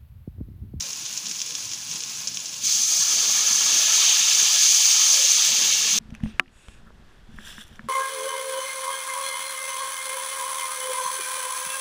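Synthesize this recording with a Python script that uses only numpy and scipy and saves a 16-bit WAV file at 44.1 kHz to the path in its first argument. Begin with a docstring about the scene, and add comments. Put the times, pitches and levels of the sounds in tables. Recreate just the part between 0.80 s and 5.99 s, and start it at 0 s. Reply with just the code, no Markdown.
"""Water streams into a hot wide steel pan and flashes to steam: a loud dense hiss that deepens as the pool
boils. Before it, spice paste fries quietly: countless bursts of steam in the oil, each a short ring, a few with
a pop. Below lies the gas flame, low noise in narrow bands that swell and fade; under a loud hiss the low bands
dip to silence more often. Place: a kitchen whose near walls and hob add a short tail to the fine bursts; the
pan's bowl echoes the pops. At the microphone everything above 15.5 kHz is cut steeply."""
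import sys
import numpy as np
from scipy import signal
from scipy.fft import rfft, irfft
from scipy.io import wavfile

SR = 44100
rng = np.random.default_rng(int(sys.argv[2]) if len(sys.argv) > 2 else 0)


def wav_record(signal):
    """Record a signal, one row per channel, as 16-bit PCM in the file named by sys.argv[1]."""
    frames = np.transpose(np.atleast_2d(signal))
    bounded = np.clip(frames, -1, 1)
    # unit amplitude maps onto the largest positive 16-bit level
    quanta = np.round(bounded * 32767).astype(np.int16)
    wavfile.write(sys.argv[1], SR, quanta)


N = 228743   # samples
TIME_S = np.arange(N) / SR


def from_db(db):
    """Amplitude gain of a level in dB."""
    return 10 ** (np.asarray(db) / 20)


def rms_one(x):
    """Scale to an RMS of 1."""
    return x / np.sqrt(np.mean(x ** 2) + 1e-20)


def in_time(rows):
    """Columns of dB as gains over time; silent outside the table."""
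    s, *columns = np.transpose(rows)
    return [from_db(np.interp(TIME_S, s, column, left=-200, right=-200)) for column in columns]


def drift(rate_hz):
    """Slow chance: noise through a double one-pole low-pass, spread 1."""
    r = np.exp(-2 * np.pi * rate_hz / SR)
    noise = rng.standard_normal(N + SR)
    settled = signal.lfilter([1], [1, -2 * r, r * r], noise)[SR:]
    return rms_one(settled)


def colour(x, spectrum):
    """Causal (minimum-phase) filter with the given dB per Hz, made by folding the cepstrum."""
    hz, db = np.transpose(spectrum)
    grid_hz = np.maximum(np.fft.rfftfreq(4096, 1 / SR), 1)
    log_gain = np.interp(np.log(grid_hz), np.log(hz), db) * np.log(10) / 20
    cepstrum = irfft(log_gain)
    cepstrum[1:2048] *= 2
    cepstrum[2049:] = 0
    impulse_response = irfft(np.exp(rfft(cepstrum)))
    return signal.fftconvolve(x, impulse_response)[:N]


def ring(clicks, hz, cycles):
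    """A vapour pocket rings as a resonance that falls 60 dB in the given number of cycles."""
    r = from_db(-60 * hz / (cycles * SR))
    w = 2 * np.pi * hz / SR
    return signal.lfilter([1, 0, -1], [1, -2 * r * np.cos(w), r * r], clicks + 1e-18)


KITCHEN_T60_S, KITCHEN_DB = 0.08, -0.5   # decay time; energy of the tail against the direct sound


def kitchen(x):
    """Near walls and hob return a short dense tail: decaying noise that starts after 2 ms."""
    t = np.arange(SR // 4) / SR
    tail = rng.standard_normal(len(t)) * from_db(-60 * t / KITCHEN_T60_S) * (t > .002)
    tail = tail / np.sqrt(np.sum(tail ** 2))
    return x + from_db(KITCHEN_DB) * signal.fftconvolve(x, tail)[:N]


def bursts(per_s, spread_db, clump_db, cycles, low_hz, high_hz, count=20):
    """Random ringing bursts of uneven size in clumps; each of six spots in the pan has its own room tail."""
    sizes = from_db(spread_db * np.minimum(rng.exponential(1, N), 4)) * rng.choice([-1, 1], N)
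    surge = from_db(clump_db * (drift(66) + drift(8.0)))
    happens = rng.random(N) < np.minimum(per_s / SR, .9)
    clicks = sizes * surge * happens
    pitches = np.geomspace(low_hz, high_hz, count)
    dealt, spot = rng.integers(0, count, N), rng.integers(0, 6, N)
    out = 0
    for here in range(6):
        dry_spot = 0
        for k, hz in enumerate(pitches):
            own_clicks = clicks * (dealt == k) * (spot == here)
            # this weight makes the sum flat per Hz
            dry_spot = dry_spot + hz ** 1.5 / SR * ring(own_clicks, hz, cycles)
        out = out + kitchen(dry_spot)
    return out


# Level of the frying paste: (time [s], level [dB])
FRYING_LEVEL = [(0.0, -32.5), (0.8, -33.5), (1.86, -34)]
# Spectrum of bursts in the oil, also used for the pops: (frequency [Hz], level per Hz [dB])
OIL_COLOUR = [(180, -27), (300, -33), (918, -8.5), (1010, -10), (1430, -12.5), (1690, -11), (1860, -17),
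              (2420, -8), (4380, -8), (6090, -3), (6830, -5), (8320, -19.5), (9980, -19), (13200, -35),
              (15300, -19.5)]


def frying():
    """Countless small steam bursts in the oil, summed and coloured."""
    level, = in_time(FRYING_LEVEL)
    grains = bursts(14000, spread_db=2.5, clump_db=0.67, cycles=13.2, low_hz=315, high_hz=14300)
    return level * rms_one(colour(grains, OIL_COLOUR))


RUMBLE_START_DB, RUMBLE_SETTLE_S = 3.5, 0.35   # louder at first, then settling
DROPOUT_RATE_HZ, DROPOUT_FADE_S = 10.9, .04   # corner of the chance that sets the dropouts; smoothing window
DROPOUT_SHARED = 0.32   # share of that chance common to all bands
DROPOUT_RELIEF = 0.31   # share of the gained dB that holds the dropouts off
# Deep, middle and upper part of the low noise: (level before the water, without the louder start [dB], # hiss
# level at which its bands are silent half the time [dB], hiss range from rarely to mostly silent [dB], # gain
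# once the water boils [dB])
FLAME_PARTS = [(-57.5, -18.5, 0.5, -1.5), (-57, -20.5, 1, 5.5), (-62, -23, 3.5, 14)]
# Band edges, one row for each part: (edge [Hz], ...)
FLAME_BAND_EDGES = [
    [24, 60, 110, 170],
    [170, 270, 380],
    [380, 490, 600, 720],
]
# Spectrum of the flame: (frequency [Hz], level per Hz [dB])
FLAME_COLOUR = [(18, -46), (30, -22), (124, 6), (217, 4), (368, -2), (480, 4.5), (720, -1), (850, -38)]


def rumble():
    """Low noise in narrow bands: the flame swells and fades, and the bands dip to silence more often the louder
    the hiss."""
    s, hiss = np.transpose(WATER_LEVELS)[:2]
    hiss_db = np.interp(TIME_S, s, hiss)
    boils = np.clip((TIME_S - s[0]) / 0.69, 0, 1)   # 0 before the water, 1 after 0.69 s of it
    settling_db = RUMBLE_START_DB * np.exp(-TIME_S / RUMBLE_SETTLE_S)
    fade = np.hanning(round(DROPOUT_FADE_S * SR))
    fade = fade / fade.sum()
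    together, out = drift(DROPOUT_RATE_HZ), 0
    for (level_db, half_db, range_db, boil_db), edges in zip(FLAME_PARTS, FLAME_BAND_EDGES):
        gained_db = boil_db * boils
        threshold = (hiss_db - DROPOUT_RELIEF * gained_db - half_db) / range_db
        patchy = 0
        for pair in zip(edges, edges[1:]):
            band_filter = signal.butter(5, pair, "band", fs=SR, output="sos")
            band = signal.sosfilt(band_filter, rng.standard_normal(N))
            alone = drift(DROPOUT_RATE_HZ)
            luck = np.sqrt(DROPOUT_SHARED) * together + np.sqrt(1 - DROPOUT_SHARED) * alone
            present = signal.fftconvolve(luck > threshold, fade, "same")
            swell = from_db(4.24 * drift(6.8))
            patchy = patchy + swell * present * band
        heard = colour(patchy, FLAME_COLOUR)
        before_water = heard[:round(s[0] * SR)]
        out = out + from_db(level_db + gained_db + settling_db) * heard / np.std(before_water)
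    return out


FOCUS_HZ = (4300, 7800)   # band that the bowl returns
# Walls of the bowl: (delay [s], level [dB])
BOWL_ECHOES = [(.0004, -6), (.0034, -3), (.0068, -11)]


def bowl(x):
    """The curved pan sends the bright part of each burst back a few times, with alternating sign."""
    out = x.copy()
    focus = signal.butter(2, FOCUS_HZ, "band", fs=SR, output="sos")
    bright = signal.sosfilt(focus, x + 1e-18)
    for k, (delay_s, db) in enumerate(BOWL_ECHOES):
        lag = round(delay_s * SR)
        out[lag:] += (-1) ** k * from_db(db) * bright[:-lag]
    return out


SMALL_POPS = 20   # weaker bursts at random moments until the water arrives
SMALL_POP_DB, SMALL_POP_HZ, SMALL_SIZE_DB, SMALL_SPUTTER_DB = -29, 5900, -9, -19   # averages


def small_pops():
    """Weaker bursts drawn at random, in rows like those of the loud ones."""
    spread = rng.standard_normal((SMALL_POPS, 4)) * [2.5, 900, 5, 2.7]
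    s = rng.uniform(0, WATER_LEVELS[0][0], (SMALL_POPS, 1))
    return np.hstack([s, spread + [SMALL_POP_DB, SMALL_POP_HZ, SMALL_SIZE_DB, SMALL_SPUTTER_DB]])


# Loud bursts in the oil, strengths before colouring: (time [s], strength [dB], pitch [Hz],
# size as the lower knock against the strength [dB], sputter against the strength [dB])
LOUD_POPS = [(0.0062, -12, 5600, -10, -13.5), (0.0233, -17.5, 6300, -13, -16), (0.065, -21, 6000, -13, -20),
             (0.1056, -16, 5600, -18, -20), (0.1312, -15.5, 5500, -13, -18), (0.1596, -22, 4970, -10, -18),
             (0.2532, -20.5, 5700, -14, -8.5), (0.2625, -15.5, 6000, -1, -30),
             (0.3277, -19, 6200, -14, -15), (0.3503, -15, 9000, -20, -25), (0.3693, -18, 6000, -13, -22),
             (0.3757, -12, 6400, -16, -17), (0.4568, -17, 6650, -6, -18), (0.4601, -16, 6300, -12, -20),
             (0.4671, -17, 5300, -4, -20), (0.4711, -25, 6500, -15, -24), (0.4852, -6, 10000, -24, -34),
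             (0.4946, -12, 8500, -18, -20), (0.5127, -14.5, 6000, -14, -11.5), (0.5933, -17, 5100, -8, -24),
             (0.6035, -16, 5370, 0, -26), (0.6169, -8.5, 6200, -5.5, -23), (0.6626, -6, 10000, -24, -30),
             (0.6751, -21, 5400, 0, -22), (0.7078, -20, 5900, 0, -18), (0.722, -22, 5200, -6, -22),
             (0.7523, -11, 5600, -4, -22), (0.8367, -22, 6200, -8, -26), (0.8549, -18, 5800, -22, -22),
             (0.8929, -21, 5300, -12, -18), (0.9159, -15.5, 5600, -6, -19), (0.9236, -19, 5000, -5, -24),
             (0.9345, -18, 5500, -11, -11), (0.9435, -18, 6300, -13, -22), (1.1131, -17, 5600, -6, -15),
             (1.1205, -19, 6400, -16, -22), (1.1584, -22.5, 5500, 2, -20), (1.1654, -24, 5800, -9, -22),
             (1.2056, -16.5, 5500, -12, -12), (1.2367, -14, 6000, -7, -20), (1.2952, -20, 6200, -7, -18),
             (1.3517, -22, 7000, -15, -23), (1.3744, -21, 5070, -8, -23), (1.435, -23, 5600, -9, -22),
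             (1.4733, -8.5, 5370, -21, -18.5), (1.4827, -14, 5230, -16, -20), (1.5442, -19, 7100, -16, -14),
             (1.5572, -20, 5970, -17, -20), (1.5723, -13, 5500, 1.5, -21), (1.593, -22, 5000, -6, -24),
             (1.6021, -11.5, 7800, -14, -24), (1.6571, -17, 5830, -16, -11), (1.6818, -21, 5800, -11, -22),
             (1.6922, -19, 5800, -10, -22), (1.7289, -14, 7400, -17, -20), (1.7418, -22, 5200, -1, -21),
             (1.7887, -22, 5900, -19.5, -20)]


def pops():
    """Each burst is a snap at its own pitch that the bowl returns, a lower knock by size and a short sputter."""
    s, peak_db, hz, size_db, sputter_db = np.vstack([LOUD_POPS, small_pops()]).T
    at = (s * SR).astype(int)
    sign = rng.choice([-1, 1], len(s))
    snap, big, spit = np.zeros((3, N))
    for i, pitch, height in zip(at, hz, sign * from_db(peak_db)):
        click = height * (np.arange(400) == 0)
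        snap[i:i + 400] += ring(click, pitch, 8.0)
    big[at] = sign * from_db(peak_db + size_db)
    spit[at] = from_db(peak_db + sputter_db)
    fade = np.exp(-1 / (0.0077 * SR))   # the sputter dies away with a time constant of 7.7 ms
    sputter = signal.lfilter([1], [1, -fade], spit + 1e-18) * rng.standard_normal(N)
    together = bowl(snap) + ring(big, 3300, 8.1) + ring(sputter, 6060, 4.5)
    return from_db(2) * colour(together, OIL_COLOUR)


LOW_CUT_HZ = 660   # lowest pitch the water keeps; below it the water is cut steeply
# Water on the hot pan, before the low cut:
# (time [s], fine hiss [dB], larger bubbles before a 2 dB cut [dB], froth [dB])
WATER_LEVELS = [(1.8, -50, -51, -67), (1.82, -36, -55, -68), (1.84, -23, -38, -68), (1.87, -20, -36, -48),
                (1.97, -20.5, -36, -47), (2.1, -19.5, -42, -44), (2.38, -20.5, -31, -40),
                (2.72, -19.5, -30.5, -39), (2.95, -20, -24.5, -36.5), (3.151, -17.5, -23.5, -36.5),
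                (3.45, -18.5, -23, -38), (3.75, -18, -24.5, -39), (3.85, -16, -25, -40),
                (4.3, -17, -26, -39), (4.65, -18.5, -23.5, -40), (5.03, -20, -25, -40.5),
                (5.19, -21, -24, -42)]
# Spectra of fine hiss, larger bubbles and froth: (frequency [Hz], level per Hz [dB])
STEAM_COLOUR = [(1180, -22), (2000, -26), (2310, -11.5), (2600, -17.5), (3360, -10.5), (3820, -14.5),
                (4650, -7), (5280, -8), (5800, -5), (6300, 0.5), (6700, -4.5), (7400, -12.5), (7940, -17.5),
                (8950, -23.5), (9900, -22), (11000, -27), (12300, -34.5), (13500, -43), (14500, -24.5),
                (15300, -25.5)]
LARGE_BUBBLE_COLOUR = [(1500, -15), (2000, -3.5), (2350, 3), (2700, 5), (3300, 6.5), (4300, 2), (5500, -5),
                       (8000, -21)]
LOW_FROTH_COLOUR = [(360, -48), (620, 0), (747, 4), (816, 4.5), (1040, 2.5), (1240, 8), (1520, 1),
                    (1710, 8.5), (2000, -6), (2600, -53), (4400, -120)]


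def boiling():
    """Water flashing to steam: fine hiss, larger bubbles as the pool grows, low froth."""
    hiss_level, bubble_level, froth_level = in_time(WATER_LEVELS)
    hiss = bursts(24000, spread_db=3.0, clump_db=0.58, cycles=26.3, low_hz=1994, high_hz=15850)
    bubbles = bursts(6000, spread_db=-3.5, clump_db=1.0, cycles=11.5, low_hz=1673, high_hz=7000, count=10)
    froth = bursts(1200, spread_db=0.0, clump_db=-0.76, cycles=40.0, low_hz=565.6, high_hz=2230, count=24)
    water = hiss_level * rms_one(colour(hiss, STEAM_COLOUR))
    water += bubble_level * from_db(-2.0) * rms_one(colour(bubbles, LARGE_BUBBLE_COLOUR))
    water += froth_level * rms_one(colour(froth, LOW_FROTH_COLOUR))
    low_cut = signal.butter(14, LOW_CUT_HZ, "high", fs=SR, output="sos")
    return signal.sosfilt(low_cut, water)


def scene():
    """Paste, flame, pops and water in one channel."""
    return (frying() + rumble() + pops() + boiling())[None]


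CUTOFF_HZ = 15500


def record(dry):
    """At the microphone the top is cut steeply, by an elliptic low-pass."""
    top_cut = signal.ellip(12, .5, 80, CUTOFF_HZ, fs=SR, output="sos")
    return signal.sosfilt(top_cut, dry)


dry = scene()
out = record(dry)
wav_record(out)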